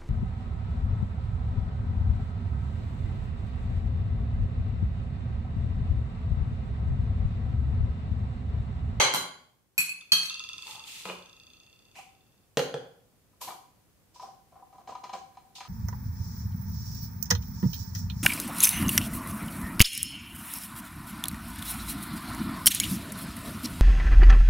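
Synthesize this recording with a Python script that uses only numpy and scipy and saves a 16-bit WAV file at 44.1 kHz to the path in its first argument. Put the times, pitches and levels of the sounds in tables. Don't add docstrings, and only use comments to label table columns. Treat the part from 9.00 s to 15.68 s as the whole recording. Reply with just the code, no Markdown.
import sys
import numpy as np
from scipy import signal
from scipy.fft import rfft, irfft, next_fast_len
from scipy.io import wavfile

SR = 44100
rng = np.random.default_rng(int(sys.argv[2]) if len(sys.argv) > 2 else 0)


def int16_out(signal):
    q = np.round(np.clip(np.atleast_2d(signal).T, -1, 1) * 32767)
    wavfile.write(sys.argv[1], SR, q.astype(np.int16))


def ratio_of_db(decibels):
    return 10 ** (np.asarray(decibels, float) / 20)


N = 294588
LEAD = 2205
LONG = next_fast_len(N + LEAD)

# (frequency [Hz], level [dB])
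AIR_SPECTRUM = [(13, -40.5), (40, -9), (112, -4), (337, -12.5), (910, -20.5), (1400, -23.5), (3900, -28),
                (16000, -28)]
# (time [s], level [dB])
AIR_LEVEL = [(0, -61), (0.699, -71), (1.5, -62), (3.4, -65), (4.098, -65), (6.7, -62.5)]
# (frequency [Hz], likeness [1])
AIR_LIKENESS = [(30, 0.82), (240, 0.41), (950, 0.56), (3770, -0.37), (15000, -0.02)]
# (frequency [Hz], likeness [1])
ECHO_LIKENESS = [(100, 1), (300, 0.88), (700, 0.4), (1500, 0.059)]
# (frequency [Hz], t60 [s])
KITCHEN_T60 = [(100, 0.35), (400, 0.54), (1500, 0.52), (4000, 0.47), (8000, 0.37), (15000, 0.21)]
# (frequency [Hz], level [dB], t60 [s])
GLASS = (6800, -47, .2)

# (time [s], ring [dB], crack [dB], counter boom [dB])
DISH_HITS = [
    (-.02, -18, -8.5, -36.5),
    (.004, -27, -13, -41),
    (.022, -29.5, -20, -41.5),
    (.05, -35, -26, -47.5),
]
DISH_BOUNCES = [
    (.138, -22.5, -17.5, -35.5),
    (.146, -23, -18, -40),
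    (.159, -37, -30.5, -46),
]
PLATE_HITS = [
    (.7793, -19.5, -15.5, -51.5),
    (.7862, -19.5, -25, -44),
    (.8028, -41, -18.5, -60.5),
    (.86, -44, -36.5, -61),
    (.893, -28.5, -37.5, -69.5),
]
STACK_HITS = [
    (1.1197, -20, -16, -41),
    (1.1311, -32, -17, -59),
    (1.2308, -59, -28.5, -70),
    (1.2555, -37, -39, -61),
]
LIFT_HITS = [
    (2.054, -23, -32.5, -43),
    (2.089, -23.5, -40.5, -66),
    (2.098, -20, -39, -46.5),
    (2.109, -55, -51, -56),
]
BOWL_HITS = [
    (3.5712, -13, -13.5, -29.5),
    (3.592, -20.5, -20, -39),
    (3.741, -24, -30.5, -34),
    (3.803, -62, -56, -57),
]
# (time [s], lower tube mode [dB], wall and crack [dB], upper modes over lower [dB])
PUSHER_HITS = [(2.957, -50, -51, -31), (2.989, -41, -49.5, -24), (4.334, -73, -84.5, 1.5),
               (4.418, -47.5, -48, -4), (4.48, -34, -42.5, -24), (4.506, -42.5, -50, 3),
               (5.161, -64.5, -59, 4.5), (5.199, -47, -53.5, 3), (5.234, -36.5, -73, -18.5),
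               (5.289, -39.5, -83.5, -15), (5.524, -49, -70, -23), (5.562, -43, -76, -20.5),
               (5.626, -43.5, -82, -14.5), (5.729, -42.5, -66.5, -14.5), (5.783, -45.5, -65.5, -4.5),
               (5.877, -33, -49, -14.5), (5.894, -32, -56.5, -11), (5.923, -41, -62, -12),
               (5.954, -43, -50, -0.5), (6.041, -44.5, -42.5, 2.5), (6.096, -33, -46.5, -11.5),
               (6.136, -25.5, -40.5, -13), (6.15, -54, -68, 5), (6.352, -63, -66, -17.5),
               (6.373, -44.5, -55, -3), (6.506, -54.5, -84, -21), (6.56, -50, -57, -12.5),
               (6.584, -42.5, -58, -5.5), (6.608, -38.5, -40, -2.5), (6.653, -54, -52, 7)]

# (frequency [Hz], level [dB], t60 [s])
DISH_MODES = [(584, -7.5, 0.04), (832, -7, 0.046), (1059, 1.5, 0.02), (1430, -7, 0.033),
              (2105, -1.5, 0.022), (3177, -8.5, 0.1), (4039, -2.5, 0.1), (6240, -10, 0.064),
              (7600, -18.5, 0.23), (9070, -33, 0.16), (10000, -20.5, 0.092), (10880, -17, 0.059),
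              (13020, -18, 0.027)]
PLATE_MODES = [(1149, -26, 0.05), (2217, -20, .05), (2518, 3.5, 0.2), (2680, -7.5, 0.15), (4336, -7, 0.07),
               (5790, -18.5, 0.0326), (7080, -28.5, .1), (7710, -10.5, .15), (9100, -19.5, .12),
               (10465, -15.5, 0.22), (11200, -21, 0.09), (11594, -10, 0.26), (13780, -23.5, .06)]
STACK_MODES = [(1270, -20.5, 0.51), (2550, 3, 0.097), (3203, 3, 0.17), (3900, -6, 0.17), (4384, 10, 0.04),
               (5820, -3.5, 0.11), (6380, -10.5, 0.095), (7770, -18, 0.46), (7310, -17.5, .15),
               (9400, -14.5, 0.056), (10520, -4, 0.066), (11070, -13, 0.24), (11630, -5.5, 0.23),
               (13000, -24.5, .06)]
SAUCER_MODES = [(1037, -17.5, .05), (1282, -10.5, 0.04), (2550, -4, .035), (2718, -5, 0.087),
                (3500, 3, 0.024), (4615, 0, 0.016), (5730, -13.5, 0.016), (6400, -6, 0.014)]
LID_MODES = [(455, 1.5, 0.033), (588, -6, 0.042), (644, -6.5, 0.064), (864, -14, 0.064), (940, -3.5, 0.03),
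             (1268, -4, 0.054), (1660, -17.5, .05), (2450, -4, 0.057), (2890, -10, .03)]
BOWL_MODES = [(340, -9, 0.047), (454, -0.5, 0.09), (492.4, -1, 0.1), (557, -8, 0.085), (755, -8.5, 0.024),
              (850, -11.5, 0.062), (1000, -9.5, 0.034), (1280, -18.5, 0.029), (1600, -7, 0.0056),
              (1876, -16.5, 0.059), (3320, -6.5, 0.0092), (276, -10, 0.047)]
PUSHER_MODES = [(766.2, -5.5, 0.044), (982, 0, 0.032), (1228, -11, 0.073), (1600, -31, 0.048),
                (1877, -37, 0.013), (2320, -17.5, 0.03), (3017, -22.5, 0.011), (4100, -19, 0.023),
                (5150, -22.5, 0.046), (6420, -16.5, 0.011)]

# (time [s], level [dB])
FIRST_TICK = [
    (1.01, -39),
]
# (time [s], level [dB])
ROCK_ENERGY = [(1.29, -24), (1.7, -32), (2.15, -42), (2.5, -45), (2.85, -53), (3.5, -69.5)]
ROCK_START_S, FIRST_SWING_S, LAST_SWING_S = 1.2972, .04978, .0249
SWINGS, SETTLE_SWINGS = 62, 28
LIMP_S, LIMP_SWINGS = .004, 25
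LEAN_DB_PER_S, LEVEL_AT_S = 2, 1.7

# (time [s], level [dB])
RIM_RASP = (3.5712, -40)

# (frequency [Hz], density [dB per Hz])
SLIDE_HISS = [(600, -27), (1500, -17.5), (2500, 0.5), (4000, 5.5), (7000, 3), (11000, -9), (15800, -11)]
# (start [s], swell [s], hold [s], hiss [dB], tube [dB])
STROKES = [
    [(1.4, 0.29, .04, -47, -80), (1.63, 0.034, 0.13, -102, -46.5), (1.8, 0.075, 0.14, -47, -62.5),
     (2.04, 0.013, 0.056, -53, -40)],
    [(2.923, 0.041, 0.022, -55, -49.5)],
    [(4.4, 0.015, 0.014, -42.5, -44), (4.45, 0.035, 0.0076, -60, -37)],
    [(5.13, 0.017, 0.02, -60.5, -60), (5.17, 0.049, .01, -60, -45.5), (5.23, 0.018, 0.026, -87, -46.5)],
    [(5.515, 0.013, 0.084, -86.5, -50.5), (5.72, .012, 0.08, -77, -51), (5.865, 0.017, 0.023, -60, -37.5),
     (6.028, 0.0089, 0.012, -63, -43), (6.122, 0.0089, 0.006, -53.5, -34)],
    [(6.545, 0.01, 0.0083, -51.5, -66), (6.59, .018, 0.079, -78, -61)],
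]
# (lower body [Hz], upper body [Hz], squeal [Hz], squeal width [Hz],
# squeal over the hiss [dB])
SURFACES = [
    (898.3, 1033, 1500, 2950, -4),
    (730, 990, 2370, 780, 3.5),
    (740, 996, 12200, 4100, -7),
    (750, 1010, 5420, 1200, -6),
    (763, 1026, 1600, 1570, -15.5),
    (775, 1300, 4500, 5000, -0.5),
]
# (top octave [dB], upper tube mode against lower [dB])
SURFACE_COLOUR = [
    (3.5, -3.5),
    (4, 3),
    (4.5, 12.5),
    (-1, 0),
    (-10.5, -3.5),
    (3.5, 6.5),
]
SWELL_DB, HISS_FALL_DB_PER_S, TUBE_FALL_DB_PER_S = 40, 151.5, 253


def at_hz(points, hz):
    table = np.array(points)
    return np.interp(np.log(hz), np.log(table[:, 0]), table[:, 1])


def rms_one(x):
    return x / np.sqrt(np.mean(x ** 2) + 1e-20)


def band(x, low_hz, high_hz):
    edges = [low_hz, min(high_hz, .45 * SR)]
    return signal.sosfilt(signal.butter(2, edges, "band", fs=SR, output="sos"), x + 1e-18)


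def coloured(spectrum, likeness):
    hz = np.maximum(np.fft.rfftfreq(LONG, 1 / SR), 1)
    mid, side = rfft(rng.standard_normal((2, LONG)))
    alike = np.clip(at_hz(likeness, hz), 0, 1)
    both = np.sqrt(1 + alike) * mid + np.sqrt(1 - alike) * side * [[1], [-1]]
    return rms_one(irfft(both * ratio_of_db(at_hz(spectrum, hz)), LONG))


def ring(clicks, hz, t60):
    radius = ratio_of_db(-60 / (t60 * SR))
    w = 2 * np.pi * hz / SR
    return signal.lfilter([0, np.sin(w)], [1, -2 * radius * np.cos(w), radius * radius], clicks + 1e-18)


def train(seconds, db, tail_s):
    at = np.round(np.asarray(seconds) * SR).astype(int) + LEAD
    span = slice(at.min(), min(at.max() + int(tail_s * SR), LONG))
    clicks = np.zeros(span.stop - span.start)
    clicks[at - span.start] = ratio_of_db(db)
    return clicks, span


def struck(seconds, db, modes, spread_db, rise, split_hz=30):
    uneven = rng.normal(0, 1, (len(seconds), len(modes)))
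    out = np.zeros(LONG)
    for k, (hz, level_db, t60) in enumerate(modes):
        mode_db = db + level_db + spread_db * uneven[:, k]
        clicks, span = train(seconds, mode_db, 2 * (t60 + rise))
        unit_drive = 2 * np.log(1000) / (rise * SR)
        push = (-1) ** k * ring(clicks, hz, rise) * unit_drive
        out[span] += ring(push, hz, t60) + .5 * ring(push, hz + split_hz, t60)
    return out


def crack(seconds, db, low_hz, high_hz, t60):
    clicks, span = train(seconds, db, .4)
    fade = signal.lfilter([1], [1, -ratio_of_db(-60 / (t60 * SR))], clicks + 1e-18)
    out = np.zeros(LONG)
    out[span] = band(fade * rng.standard_normal(LONG)[span], low_hz, high_hz)
    return out


def room_tone():
    level = ratio_of_db(np.interp(np.arange(N) / SR, *np.transpose(AIR_LEVEL)))
    return level * coloured(AIR_SPECTRUM, AIR_LIKENESS)[:, :N]


def kitchen(x):
    size = 3 * SR // 4
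    edges = 80 * 2 ** np.arange(0, 8.1, .5)
    t = np.arange(size) / SR
    white = coloured([(20, 0), (20000, 0)], ECHO_LIKENESS)[:, :size]
    tail = np.zeros((2, size))
    for low, high in zip(edges, edges[1:]):
        t60 = at_hz(KITCHEN_T60, np.sqrt(low * high))
        tail += band(white, low, high) * ratio_of_db(-60 * t / t60)
    tail = tail * np.clip((t - .003) / 0.0027, 0, 1)
    tail = tail / np.sqrt(np.sum(tail ** 2) / 2)
    wet = signal.fftconvolve(np.atleast_2d(x), tail, axes=1)[:, :LONG]
    hz, level_db, t60 = GLASS
    return wet + ratio_of_db(level_db) * np.array([ring(side, hz, t60) for side in wet])


def placed(x, lag, pan_db):
    late = np.pad(x, (round(lag), 0))[:LONG]
    return np.array([late, x]) * ratio_of_db([[pan_db / 2], [-pan_db / 2]])


def blow(hits, modes, ring_db, crack_db, low_hz, high_hz, t60, boom_hz):
    s, body_db, top_db, low_db = np.transpose(hits)
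    body = struck(s, body_db + ring_db, modes, spread_db=3.5, rise=0.0016)
    boom = struck(s, low_db + 2.5, [(boom_hz, 0, .07)], spread_db=0.3, rise=0.045, split_hz=3.7)
    return body + crack(s, top_db + crack_db, low_hz, high_hz, t60) + boom


def dish():
    landing = blow(DISH_HITS, DISH_MODES, -0.5, 0.1, 300, 4400, 0.063, 150)
    return landing + blow(DISH_BOUNCES, DISH_MODES, -7.0, 0.088, 238, 12000, 0.014, 178)


def plate():
    return blow(PLATE_HITS, PLATE_MODES, -4.5, -2.5, 1800, 14000, 0.027, 170)


def stack():
    return blow(STACK_HITS, STACK_MODES, -4.0, 0.1232, 1000, 11000, 0.029, 175)


def rocking():
    k = np.arange(SWINGS)
    slow_part = (FIRST_SWING_S - LAST_SWING_S) * SETTLE_SWINGS * (1 - np.exp(-k / SETTLE_SWINGS))
    limp = LIMP_S * np.exp(-k / LIMP_SWINGS) * (k % 2)
    s = ROCK_START_S + LAST_SWING_S * k + slow_part - limp
    lean_db = (-1) ** k * LEAN_DB_PER_S * (s - LEVEL_AT_S)
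    db = np.interp(s, *np.transpose(ROCK_ENERGY)) - lean_db
    s, db = np.r_[FIRST_TICK[0][0], s], np.r_[FIRST_TICK[0][1], db]
    belly = struck(s + .006, db - 7.5, SAUCER_MODES[:4], spread_db=1.6, rise=.02, split_hz=53)
    rim = struck(s, db - 8.5, SAUCER_MODES[4:], spread_db=1.4, rise=0.0041)
    return belly + rim + crack(s, db - 2.5, 2700, 6900, 0.017)


def lid_lift():
    return blow(LIFT_HITS, LID_MODES, -14.5, 7.5, 180, 2800, .04, 190)


def bowl_knock():
    return blow(BOWL_HITS, BOWL_MODES, -5, 0.1, 230, 4500, 0.036, 146.3)


def rim_rasp():
    return crack([RIM_RASP[0]], RIM_RASP[1], 9700, 15260, 0.32)


def stroke(t, start, swell, hold, level_db, fall_db):
    rising = np.clip((t - start) / max(swell, .004), 0, 1)
    falling_s = np.maximum(t - start - swell - hold, 0)
    return (t > start) * ratio_of_db(level_db - SWELL_DB * (1 - rising) - fall_db * falling_s)


def sliding():
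    t = (np.arange(LONG) - LEAD) / SR
    tube, hiss = np.zeros(LONG), np.zeros((2, LONG))
    size = ratio_of_db(2.5 * np.minimum(rng.exponential(1, LONG), 4))
    grit = size * rng.choice([-1, 1], LONG) * (rng.random(LONG) < 500 / SR)
    noise = coloured(SLIDE_HISS, ECHO_LIKENESS)
    for rows, surface, (top_db, upper_db) in zip(STROKES, SURFACES, SURFACE_COLOUR):
        lower_hz, upper_hz, squeal_hz, width_hz, squeal_db = surface
        inside = (t > rows[0][0]) & (t < sum(rows[-1][:3]) + .3)
        now = t[inside]
        lower = rms_one(ring(grit[inside], lower_hz, 0.07))
        upper = rms_one(ring(grit[inside], upper_hz, 0.025))
        modes = ratio_of_db(-upper_db / 2) * lower + ratio_of_db(upper_db / 2) * upper
        press = sum(stroke(now, *row[:3], row[4], TUBE_FALL_DB_PER_S) for row in rows)
        tube[inside] += ratio_of_db(-10.0) * press * modes
        plain = noise[:, inside]
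        squeal = rms_one(band(plain, squeal_hz - width_hz / 2, squeal_hz + width_hz / 2))
        brighter = (ratio_of_db(top_db) - 1) * band(plain, 7100, 15000)
        speed = sum(stroke(now, *row[:4], HISS_FALL_DB_PER_S) for row in rows)
        hiss[:, inside] += ratio_of_db(1.5) * speed * (plain + ratio_of_db(squeal_db) * squeal + brighter)
    return tube, hiss


def pusher():
    s, lower_db, top_db, upper_db = np.transpose(PUSHER_HITS)
    s = s - .003
    lower = struck(s, lower_db + 7.0, PUSHER_MODES[:1], spread_db=2.5, rise=0.044, split_hz=4.9)
    upper = struck(s, lower_db + upper_db + 8, PUSHER_MODES[1:3], spread_db=5.0, rise=0.0307)
    wall = struck(s, top_db + 14, PUSHER_MODES[3:], spread_db=-1.5, rise=0.015)
    return lower + upper + wall + crack(s, top_db + 0.5, 600, 3800, 0.17)


def scene():
    tube, hiss = sliding()
    # (sound, lag [samples], pan [dB], share of room [dB])
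    sources = [(dish(), 8.5, .3, 3),
               (plate(), 7.0, .1, -1.5),
               (stack(), 6.0, .2, -1.5),
               (rocking(), 2.6, .1, -4),
               (lid_lift(), 3.0, .1, -1.5),
               (bowl_knock(), 1.1, -.6, -1.5),
               (pusher() + tube, .1, 2.1, -5)]
    direct = sum(placed(x, lag, pan_db) for x, lag, pan_db, wet_db in sources)
    to_room = sum(ratio_of_db(wet_db) * x for x, lag, pan_db, wet_db in sources) + ratio_of_db(-8.5) * hiss[0]
    near = direct + kitchen(to_room) + hiss + rim_rasp()
    near = band(near, 115, 19000)
    return near[:, LEAD:LEAD + N] + room_tone()


def band_limit(x):
    return signal.sosfilt(signal.butter(12, 16540, fs=SR, output="sos"), x)


def record(dry):
    cut = signal.sosfilt(signal.ellip(8, .5, 45, 15600, fs=SR, output="sos"), dry)
    return band_limit(cut)


dry = scene()
out = record(dry)
int16_out(out)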